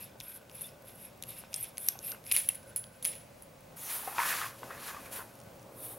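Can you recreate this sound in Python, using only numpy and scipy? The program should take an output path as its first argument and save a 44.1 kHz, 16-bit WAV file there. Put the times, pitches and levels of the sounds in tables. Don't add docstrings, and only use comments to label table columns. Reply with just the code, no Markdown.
import sys
import numpy as np
from scipy import signal
from scipy.fft import rfft, irfft, next_fast_len
from scipy.io import wavfile
from scipy.ndimage import uniform_filter1d

SR = 44100
rng = np.random.default_rng(int(sys.argv[2]) if len(sys.argv) > 2 else 0)


def waveform_to_disk(signal):
    frames = np.transpose(np.atleast_2d(signal))
    scaled = np.clip(frames, -1, 1) * 32767
    samples = np.round(scaled).astype(np.int16)
    wavfile.write(sys.argv[1], SR, samples)


def gain_from_db(level_db):
    decades = np.asarray(level_db, float) / 20
    return 10 ** decades


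N = 263717
TIME = np.arange(N) / SR
LOOSE_S = 2.34
SILENT_DB = -140
# (f/Hz, level/dB, t60/s)
FREE_RING = [(9970, -9, .12), (10050, -4, .17), (10078, 0, .22), (10140, -9, .12), (10250, -8, .1),
             (10430, -13, .07), (11560, -15, .1)]


def shade(x, points):
    hz, db = np.transpose(points)
    size = next_fast_len(N)
    bins_hz = np.fft.rfftfreq(size, 1 / SR)
    gain = gain_from_db(np.interp(np.log(bins_hz + 1), np.log(hz), db))
    return irfft(rfft(x, size) * gain, size)[..., :N]


def unit(x):
    return x / np.sqrt(np.mean(x ** 2))


def ring(x, hz, width):
    pole = np.exp((2j * np.pi * hz - np.pi * width) / SR)
    return signal.lfilter([1], [1, -pole], x).imag


def band(x, hz, width):
    return unit(ring(ring(x, hz, width), hz, width))


def glide(x, hz, width):
    turn = np.exp(2j * np.pi * np.cumsum(hz) / SR)
    pole = np.exp(-np.pi * width / SR)
    resonance = signal.lfilter([1], [1, -2 * pole, pole ** 2], x / turn)
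    return unit((resonance * turn).imag)


def walk(rate):
    hold = int(SR / rate)
    steps = np.repeat(rng.standard_normal(N // hold + 1), hold)
    return unit(uniform_filter1d(steps, hold)[:N])


def grit(rate, spread_db, gust_db, gust_rate):
    sizes = rng.choice([-1, 1], N) * gain_from_db(spread_db * np.minimum(rng.exponential(size=N), 3))
    slips = (rng.random(N) < rate / SR) * sizes
    return unit(slips * gain_from_db(gust_db * walk(gust_rate)))


def blows(times, db):
    out = np.zeros(N)
    np.add.at(out, (np.asarray(times) * SR).astype(int), gain_from_db(db))
    return out


def bell(x, modes, scatter_db):
    out = np.zeros(N)
    for hz, db, t60 in modes:
        struck = x * gain_from_db(scatter_db * walk(440))
        out += gain_from_db(db) * ring(struck, hz, np.log(1000) / np.pi / t60)
    return out


def strokes(rows, attack_db_s, release_db_s, part=False):
    out = np.full(N, float(SILENT_DB))
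    for start, end, first_db, last_db, part_db in rows:
        db = np.interp(TIME, [start, end], [first_db, last_db]) + part * part_db
        rise = attack_db_s * np.maximum(start - TIME, 0)
        fall = release_db_s * np.maximum(TIME - end, 0)
        out = np.maximum(out, db - rise - fall)
    return uniform_filter1d(out, size=200)


def shop():
    # (f/Hz, level/dB per Hz)
    shop_colour = [(15, -33), (25, -12), (150, -1.5), (208, -3.5), (232, -5.5), (288, -10.5), (457, -19),
                   (538, -3.5), (617, -9.5), (1510, -21), (2530, -20.5), (3230, -25.5), (14000, -29.5),
                   (15200, -28.5), (16500, -19)]
    # (f/Hz, side minus mid/dB)
    width_colour = [(30, -41), (60, -18), (125, -23.5), (250, -8.5), (500, -1.5), (1000, -1.5),
                    (4000, -7.5), (16000, -19)]
    # (f/Hz, width/Hz, level/dB)
    hums = [(119.5, 24, -68.5), (555, 144, -64), (1510, 150, -73), (15650, 200, -83)]
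    mid, side = shade(rng.standard_normal((2, N)), shop_colour)
    hum = np.zeros(N)
    for hz, width, db in hums:
        hum += gain_from_db(db + 4.0 * walk(5.01)) * band(rng.standard_normal(N), hz, width)
    gain = gain_from_db(-56 + 1.3 * walk(6.3)) / np.std(mid)
    return gain * mid + hum, gain * shade(side, width_colour)


def arm():
    # (t/s, level/dB)
    arm_level = [(1.3, -63), (1.45, -62.5), (1.75, -61), (1.96, -59.5), (2.05, -60.5), (2.15, -55),
                 (2.3, -67), (3.62, -71), (3.72, -59.5), (4.1, -57), (4.4, -56.5), (4.6, -59),
                 (4.64, -49.5), (4.85, -57.5), (5.2, -55), (5.3, -59.5), (5.98, -54.5)]
    rumble = shade(rng.standard_normal(N), [(150, -9.5), (280, 1.5), (600, 1.5), (1200, -5.0), (2000, -22)])
    return gain_from_db(np.interp(TIME, *np.transpose(arm_level))) * unit(rumble)


def thread():
    # (f/Hz, width/Hz, level/dB)
    thread_modes = [(2640, 450, 6), (3500, 650, 4.5), (5260, 860, 2.5), (6500, 920, -14),
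                    (8900, 230, -10.5), (10300, 320, -9.5), (11900, 1900, -0.5), (14200, 3300, -31)]
    # (t/s, f/Hz)
    grip_pitch = [(0, 11400), (.22, 10300), (.29, 11750), (.36, 11000), (.55, 11100), (.61, 10900),
                  (.67, 11100), (.89, 11400), (1.05, 11200), (1.3, 11210), (1.56, 10700), (1.6, 11900),
                  (1.64, 10800), (1.8, 10720), (1.83, 11100), (2.03, 11000), (2.1, 11450), (2.3, 11200)]
    # (from t/s, to t/s, first level/dB, last level/dB, low body modes relative level/dB)
    pushes = [(.01, .035, -48.5, -47, -7), (.24, .362, -48, -48.5, -8), (.555, .6, -48, -50, -7.5),
              (.62, .672, -43.5, -46.5, -8.5), (.888, .9, -48.5, -51.5, -5.5),
              (.935, 1.055, -59.5, -49, -6.5), (1.297, 1.307, -43, -42.5, -7.5),
              (1.34, 1.39, -54, -44.5, -6), (1.548, 1.643, -45.5, -43, -7), (1.69, 1.696, -49, -60, -19),
              (1.79, 1.886, -48, -37, -12.5), (2.045, 2.116, -41, -43, -9), (2.265, 2.3, -52.5, -44, -5)]
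    rattles = [(2.314, 2.36, -30, -28.5, -13.5), (2.66, 2.7, -58, -54, -12), (3.37, 3.42, -65, -65, -20),
               (2.37, 2.474, -25.5, -42.5, -16.5), (2.492, 2.536, -39, -45, -14.5),
               (2.545, 2.56, -39, -45.5, -11.5), (2.765, 2.81, -32, -49, -21), (2.925, 2.978, -62, -62, -6),
               (3.029, 3.043, -33.5, -45, -27), (3.056, 3.1, -29, -40.5, -14.5),
               (3.123, 3.2, -46.5, -57, -8), (3.43, 3.45, -52, -59, -29)]
    push_attack_db_s, push_release_db_s = 446, 471
    rattle_attack_db_s, rattle_release_db_s = 5000, 400
    body_release_db_s = 175

    slips = grit(6000, spread_db=3, gust_db=1.8, gust_rate=220)
    grind = grit(9000, spread_db=3, gust_db=1.5, gust_rate=90)
    body, bright = np.zeros((2, N))
    for hz, width, db in thread_modes:
        if hz < 7500:
            body += gain_from_db(db + 3 * walk(45)) * glide(grind, hz * (1 + 0.03 * walk(25)), width)
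        else:
            bright += gain_from_db(db + 2.2 * walk(45)) * glide(slips, hz * (1 + 0.0072 * walk(25)), width)

    rasp = unit(shade(grind[::-1], [(1200, -12), (2200, 0), (3300, -2.5), (7500, -10.5), (9000, -13)]))
    rasp_gain = np.where(TIME < LOOSE_S, 1.1, 2.2) * gain_from_db(2 * walk(120))
    low = unit(unit(body) + rasp_gain * rasp)

    main_hz = np.interp(TIME, *np.transpose(grip_pitch)) + 120 * walk(60)
    main = gain_from_db(2.5 * walk(150)) * glide(slips, main_hz, 720)
    held = unit(main + bright)

    rattle = unit(shade(slips, [(2000, -30.5), (8500, 0), (9800, 8), (11000, 13), (13000, 8), (16000, 0)]))
    loose = gain_from_db(-7.5) * rattle + gain_from_db(-5.5) * unit(bell(slips, FREE_RING, 0))

    level_db = np.maximum(strokes(pushes, push_attack_db_s, push_release_db_s),
                          strokes(rattles, rattle_attack_db_s, rattle_release_db_s))
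    body_db = np.maximum(strokes(pushes, push_attack_db_s, body_release_db_s, part=True),
                         strokes(rattles, rattle_attack_db_s, body_release_db_s, part=True))
    return gain_from_db(level_db) * np.where(TIME < LOOSE_S, held, loose) + gain_from_db(body_db) * low


def knocks():
    # (t/s, peak level/dB, f/Hz, t60/s)
    board_contacts = [(.157, -44, 600, 0.074), (1.438, -32, 1060, 0.021), (1.954, -40.5, 790, 0.108),
                      (2.124, -41.5, 1473, 0.13), (2.147, -38.5, 1490, 0.054), (4.076, -26.5, 776, 0.1),
                      (4.08, -31, 820, 0.11), (4.182, -30, 950, .1), (4.183, -15, 1310, 0.031),
                      (4.189, -24.5, 948, 0.42), (4.202, -19.5, 1275, 0.04), (4.2175, -25.5, 1060, 0.11),
                      (4.234, -26, 1160, .08), (4.258, -25, 1070, 0.061), (4.247, -35, 1490, 0.042),
                      (4.292, -27, 1720, 0.046), (4.306, -26, 1780, 0.059), (4.316, -25, 1480, .05),
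                      (4.326, -37, 1216, .05), (4.387, -32, 1150, .05), (4.339, -24.5, 1350, 0.044),
                      (4.415, -24, 1330, 0.062), (4.423, -27, 1200, 0.07), (4.445, -32, 1140, .05),
                      (4.464, -33, 1150, 0.046), (4.6317, -35, 2300, 0.023), (4.6317, -27, 1066, 0.049),
                      (4.706, -35, 1160, 0.091), (4.71, -34, 1340, 0.1), (4.717, -41, 806, 0.044),
                      (4.892, -38, 1730, 0.06), (4.896, -41, 1200, .06), (4.946, -40, 1130, 0.065),
                      (5.169, -41, 1460, .04), (5.188, -41, 460, 0.18), (5.191, -37, 1450, 0.058),
                      (5.264, -45, 590, .08), (5.275, -47, 555, 0.074)]
    # (frequency ratio, level/dB, share of the t60)
    partials = [(1, 4.5, 0.16), (1.4, -13.5, 1), (1.9, -17.5, 0.63), (2.6, -18.5, 0.37)]
    out = np.zeros(N)
    t = np.arange(4000) / SR
    onset = 1 - np.exp(-t / 0.00026)
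    for s, db, hz, t60 in board_contacts:
        for ratio, part_db, life in partials:
            decay = gain_from_db(db + part_db - 60 * t / (t60 * life))
            out[int(s * SR):][:len(t)] += decay * onset * np.sin(2 * np.pi * ratio * hz * t)
    return shade(out, [(150, -5), (450, -2.0)])


def contacts():
    # (t/s, short ring level/dB, crack level/dB, crack f/Hz)
    clacks = [(0.2, -54, -44, 4940), (0.2028, -37.5, -33.5, 3500), (0.2097, -60, -34.5, 2600),
              (0.497, -52, -41, 2780), (0.5145, -64.5, -44.5, 2620), (.823, -52, -60, 5100),
              (1.225, -33.5, -32, 3730), (1.237, -39, -33.5, 2800), (1.531, -60, -36, 2570),
              (1.542, -34, -24, 5100), (1.772, -52, -32.5, 6240), (1.781, -29.5, -27.5, 4330),
              (1.8865, -12, -20, 6200), (1.9904, -48, -34.5, 6500), (2.119, -41, -32, 6000),
              (1.644, -51, -35, 2600), (2.241, -58, -46, 2000), (2.266, -52, -37, 2460),
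              (2.251, -62, -45, 2100), (2.3146, -22, -20, 2480), (2.319, -23, -21.5, 2620),
              (2.323, -16, -22, 2580)]
    # (t/s, short ring level/dB, its f/Hz, long ring relative level/dB)
    pings = [(0.6098, -31, 10410, -35), (.616, -30, 11000, -35), (.619, -27, 11300, -35.5),
             (.6288, -34.5, 10900, -29.5), (1.545, -28.5, 10900, -13.5), (1.5423, -27.5, 8700, -24),
             (1.562, -29, 8700, -12), (1.176, -54, 11500, -30), (.2155, -48, 3400, -40),
             (.69, -49, 5200, -40), (2.3, -43, 2540, -40), (2.3085, -39, 2430, -99),
             (1.8872, -29, 5600, -43), (4.1835, -26, 2480, -99), (4.2008, -24, 2100, -99),
             (2.5, -44, 2035, -40), (2.4888, -33, 2270, -99), (2.4889, -30.5, 3060, -99),
             (2.4891, -34.5, 3800, -99), (2.4888, -35, 5900, -99), (2.4895, -20, 11000, -99),
             (1.8868, -36.5, 2800, -40), (2.547, -42, 11300, -99), (2.556, -47, 13800, -99),
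             (1.376, -51, 5200, -99), (1.325, -51, 3500, -99)]
    # (t/s, short ring level/dB, crack level/dB, crack f/Hz, long ring level/dB)
    strikes = [(2.349, -40, -40, 2820, -38), (2.3645, -15, -18, 2340, -36), (2.3715, -25, -23, 2280, -33),
               (2.377, -30, -70.5, 3150, -31), (2.388, -30.5, -44.5, 2200, -28),
               (2.4887, -15, -35, 2800, -57), (2.501, -34, -55, 6000, -59), (2.4425, -50, -54, 2830, -60),
               (2.53, -52, -49, 2980, -63), (2.554, -36, -48, 3070, -61), (2.6303, -63, -51, 6500, -56),
               (2.7616, -23.5, -31.5, 7900, -36), (2.764, -30, -70, 7000, -49), (2.77, -33, -72, 4000, -48),
               (2.8398, -61, -44, 4740, -56), (2.841, -64, -37, 3200, -70), (2.8685, -60, -47, 5010, -71),
               (3.0263, -34, -41, 3440, -47), (3.0463, -41, -35, 5040, -31),
               (3.0511, -16.5, -22.5, 3380, -47), (3.057, -29, -26.5, 6300, -40),
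               (3.0765, -45, -43, 3500, -48), (3.118, -48, -43, 4600, -36), (3.154, -44, -43, 2680, -47),
               (3.423, -41, -48, 2430, -57), (3.607, -52, -62, 2600, -80)]
    # (t/s, short ring level/dB, its f/Hz, crack level/dB)
    nozzle_ticks = [(4.184, -57, 8900, -39), (4.6315, -60, 8900, -54), (4.7055, -60, 8900, -56),
                    (5.354, -50, 13200, -55.5), (5.39, -56, 10400, -48), (5.402, -49, 8900, -47),
                    (5.415, -58, 8900, -51), (5.4364, -52, 11600, -57), (5.5556, -56, 11200, -65),
                    (5.596, -71, 9700, -53), (5.6198, -55.5, 11000, -63), (5.629, -60.5, 13300, -49)]

    def near(hz, spread_hz):
        return hz + spread_hz * np.clip(rng.standard_normal(), -2, 2)

    rows = [(s, db, near(11000, 360), crack, hz, db - 23) for s, db, crack, hz in clacks]
    rows += [(s, db, hz, SILENT_DB, hz, db + long) for s, db, hz, long in pings]
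    rows += [(s, db, near(10200, 140), crack, hz, long) for s, db, crack, hz, long in strikes]
    rows += [(s, db, hz, crack, near(6000, 500), SILENT_DB) for s, db, hz, crack in nozzle_ticks]
    return np.transpose(rows)


def ticks():
    # (f/Hz, level/dB, t60/s)
    held_ring = [(8700, 0.5, 0.0256), (8973, -22, 0.019)]
    # (f/Hz, level/dB)
    crack_colour = [(1500, -13), (2200, 1.5), (3600, 3), (4600, 3.5), (5600, 5.5), (7500, 0.5),
                    (9000, -6.5), (11000, -1), (14000, -6.5), (16000, -10)]
    s, short_db, hz, crack_db, crack_hz, ring_db = contacts()
    t = np.arange(400) / SR
    short_shape = (1 - np.exp(-t / 0.00011)) ** 2 * np.exp(-t / 0.0016)
    shorts, cracks, spikes = np.zeros((3, N))
    for k, start in enumerate((s * SR).astype(int)):
        span = slice(start, start + len(t))
        shorts[span] += gain_from_db(short_db[k] + 3.0) * short_shape * np.sin(2 * np.pi * hz[k] * t)
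        burst = rng.standard_normal(len(t)) * np.exp(-t / 0.0005)
        burst /= np.linalg.norm(burst)
        if crack_db[k] > -65:
            spikes[span] += gain_from_db(short_db[k] + 8.0) * burst
        note = np.sin(2 * np.pi * crack_hz[k] * t) * np.exp(-t / 0.0007)
        cracks[span] += gain_from_db(crack_db[k]) * (3.55 * burst + 0.69 * note)
    held = s < LOOSE_S
    rings = bell(blows(s[held], ring_db[held] + 5.0), held_ring, 1.4)
    rings += bell(blows(s[~held], ring_db[~held] - 8), FREE_RING, 3.3)
    spikes = shade(spikes, [(7000, -25), (9500, 5.5), (12500, 8.5), (16000, -16)])
    return shorts + spikes + shade(cracks, crack_colour) + rings


def squeaks():
    # (t/s, length/s, level/dB, first f/Hz, last f/Hz)
    sung_notes = [(0.638, 0.028, -49.5, 3560, 3500), (0.66, 0.0084, -47.5, 11400, 11300),
                  (1.05, 0.011, -42.5, 11300, 11200), (1.628, .017, -30.5, 11100, 11120),
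                  (1.801, .017, -41.5, 9900, 10600), (1.89, 0.0046, -41, 8300, 9000),
                  (2.116, 0.006, -40, 8700, 9050), (2.257, .02, -48.5, 10200, 10200),
                  (2.338, .013, -29, 11220, 11300), (2.347, 0.0076, -33, 2820, 3100),
                  (2.4899, 0.0026, -13, 10300, 10200), (2.494, 0.0067, -36.5, 2750, 2730),
                  (2.777, .004, -29.5, 9900, 9900), (2.788, 0.0088, -36, 10000, 10070)]
    out = np.zeros(N)
    flutter = gain_from_db(2.2 * walk(650))
    for s, length, db, first_hz, last_hz in sung_notes:
        t = np.arange(int((length + 0.004) * SR)) / SR
        choke = np.exp(-np.maximum(t - length, 0) / 0.0005)
        shape = (1 - np.exp(-t / 0.0003)) * gain_from_db(-5 * t / length) * choke
        hz = np.interp(t, [0, length], [first_hz, last_hz])
        note = np.sin(2 * np.pi * np.cumsum(hz) / SR)
        out[int(s * SR):][:len(t)] += gain_from_db(db) * shape * note
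    return out * np.where(TIME < LOOSE_S + 0.1, flutter, 1)


def thump():
    # (length/s, level/dB, f/Hz)
    length, db, hz = (0.045, -51, 118)
    swell = np.exp(-((TIME - 1.613) / length * 2) ** 2)
    return gain_from_db(db) * swell * np.sin(2 * np.pi * hz * TIME)


def brush():
    # (from t/s, to t/s, first level/dB, last level/dB, low part relative level/dB)
    skin_strokes = [(3.762, 3.87, -48.5, -41.5, -12.5), (3.87, 3.915, -46, -37.5, -8),
                    (3.915, 3.965, -37, -36, -12), (3.98, 4.15, -43, -47, -9.5),
                    (4.15, 4.23, -47.5, -36.5, -4), (4.23, 4.31, -38, -34.5, -5.5),
                    (4.31, 4.46, -38, -45, -3), (4.52, 4.8, -60.5, -56.5, -3),
                    (4.8, 4.888, -52.5, -44, -4.5), (4.94, 5.0, -59, -61.5, 1),
                    (5.0, 5.065, -57.5, -55, -4.5), (5.128, 5.18, -42.5, -44, -9),
                    (5.26, 5.38, -60, -68, -5), (5.72, 5.852, -66, -40, -19),
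                    (5.885, 5.925, -43, -45.5, -18)]
    # (f/Hz, level/dB per Hz)
    skin_colour = [(300, -14.5), (800, 1), (2500, 1.5), (4000, -1), (8500, -3), (9500, 4), (11500, 7),
                   (13500, 1), (15800, -2)]
    # (t/s, length/s, f/Hz, level/dB)
    cupped_air = [
        (3.8, .05, 6700, -2),
        (3.858, 0.065, 6200, -3),
        (4.22, .04, 6300, -16),
        (4.423, 0.083, 3300, -11),
        (4.797, .04, 4000, -4),
        (4.858, 0.063, 4300, -7),
        (4.97, 0.067, 2700, -13),
        (5.058, .05, 2400, 1),
        (5.138, 0.045, 7350, -6),
    ]
    attack_db_s, release_db_s = 703, 209
    hiss = shade(grit(20000, spread_db=3.5, gust_db=0.75, gust_rate=58), skin_colour)
    low = shade(hiss, [(7500, 0), (10000, -25)])
    hollow = gain_from_db(-5.5) * band(hiss, 3630, 234) * (TIME > 5.7)
    air = grit(20000, spread_db=3, gust_db=1, gust_rate=60)
    for s, length, hz, db in cupped_air:
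        hollow += gain_from_db(db) * np.exp(-((TIME - s) / length * 2) ** 2) * band(air, hz, 990)
    high_db = strokes(skin_strokes, attack_db_s, release_db_s)
    low_db = strokes(skin_strokes, attack_db_s, release_db_s, part=True)
    landed = np.clip((TIME - 3.76) / 0.011, 0, 1)
    return landed * (gain_from_db(high_db) * unit(hiss - low) + gain_from_db(low_db + 3.0) * (unit(low) + hollow))


def drag():
    # (from t/s, to t/s, first level/dB, last level/dB, board f/Hz)
    drags = [(3.797, 3.91, -64, -51.5, 940), (3.93, 4.055, -57, -53.5, 970), (4.069, 4.18, -45, -47, 870),
             (4.186, 4.25, -38.5, -39.5, 1100), (4.264, 4.348, -42, -40.5, 1310),
             (4.35, 4.42, -46, -42.5, 1200), (4.428, 4.476, -41.5, -45, 1150),
             (4.482, 4.524, -47, -54.5, 1130), (4.63, 4.658, -58, -61, 1030),
             (4.692, 4.772, -52, -53, 1280), (4.766, 4.91, -51.5, -49.5, 1180),
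             (4.91, 4.99, -49.5, -48.5, 1120), (4.995, 5.077, -54, -56, 1170),
             (5.124, 5.2, -52.5, -48.5, 1100), (5.248, 5.3, -61, -60.5, 985)]
    # (f/Hz, width/Hz, level/dB)
    board_modes = [(1900, 520, -1), (2200, 200, -9), (2510, 220, 0)]
    slips = grit(2500, spread_db=3, gust_db=1.7, gust_rate=120)
    start, end, _, _, place_hz = np.transpose(drags)
    hz = np.interp(TIME, (start + end) / 2, place_hz)
    weight = gain_from_db(strokes(drags, attack_db_s=6000, release_db_s=247))
    notes = gain_from_db(3.4 * walk(50)) * glide(slips, hz * (1 + 0.043 * walk(40)), 210)
    notes += gain_from_db(3.5 + 2.4 * walk(50)) * glide(slips, 1.3 * hz, 820)
    upper = sum(gain_from_db(db + 2.8 * walk(45)) * band(slips, f, width) for f, width, db in board_modes)
    pressed = np.clip(weight / gain_from_db(-40.5), 0.3, 1)
    board = shade(notes + pressed * upper, [(300, -40), (700, 0)])
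    return weight * unit(board)


def scene():
    near = arm() + thread() + knocks() + ticks() + squeaks() + thump() + brush() + drag()
    t = np.arange(int(0.5 * SR)) / SR
    t60_s = np.array([[0.3], [0.3], [0.012]])
    tails = rng.standard_normal((3, len(t))) * gain_from_db(-60 * t / t60_s)
    tails[:2] *= t > 0.004
    tails /= np.linalg.norm(tails, axis=1, keepdims=True)
    wet_mid, wet_side, spread = signal.fftconvolve(near[None], tails, axes=1)[:, :N]
    mid, side = shop()
    mid = mid + near + gain_from_db(-16) * wet_mid
    side = side + gain_from_db(-29) * wet_side
    side = side + gain_from_db(-15) * shade(spread, [(1000, -6.5), (9000, -1.0), (13000, -1.5)])
    side = side + gain_from_db(-43) * shade(near, [(300, -4), (9500, -5), (12500, 13)])
    return np.array([mid + side, mid - side])


def band_limit(x):
    return signal.sosfilt(signal.butter(12, 16990, fs=SR, output="sos"), x)


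def record(dry):
    passed = shade(dry, [(22, -10), (40, 0), (15820, 0), (15950, -48), (16700, -50)])
    return band_limit(passed)


dry = scene()
out = record(dry)
waveform_to_disk(out)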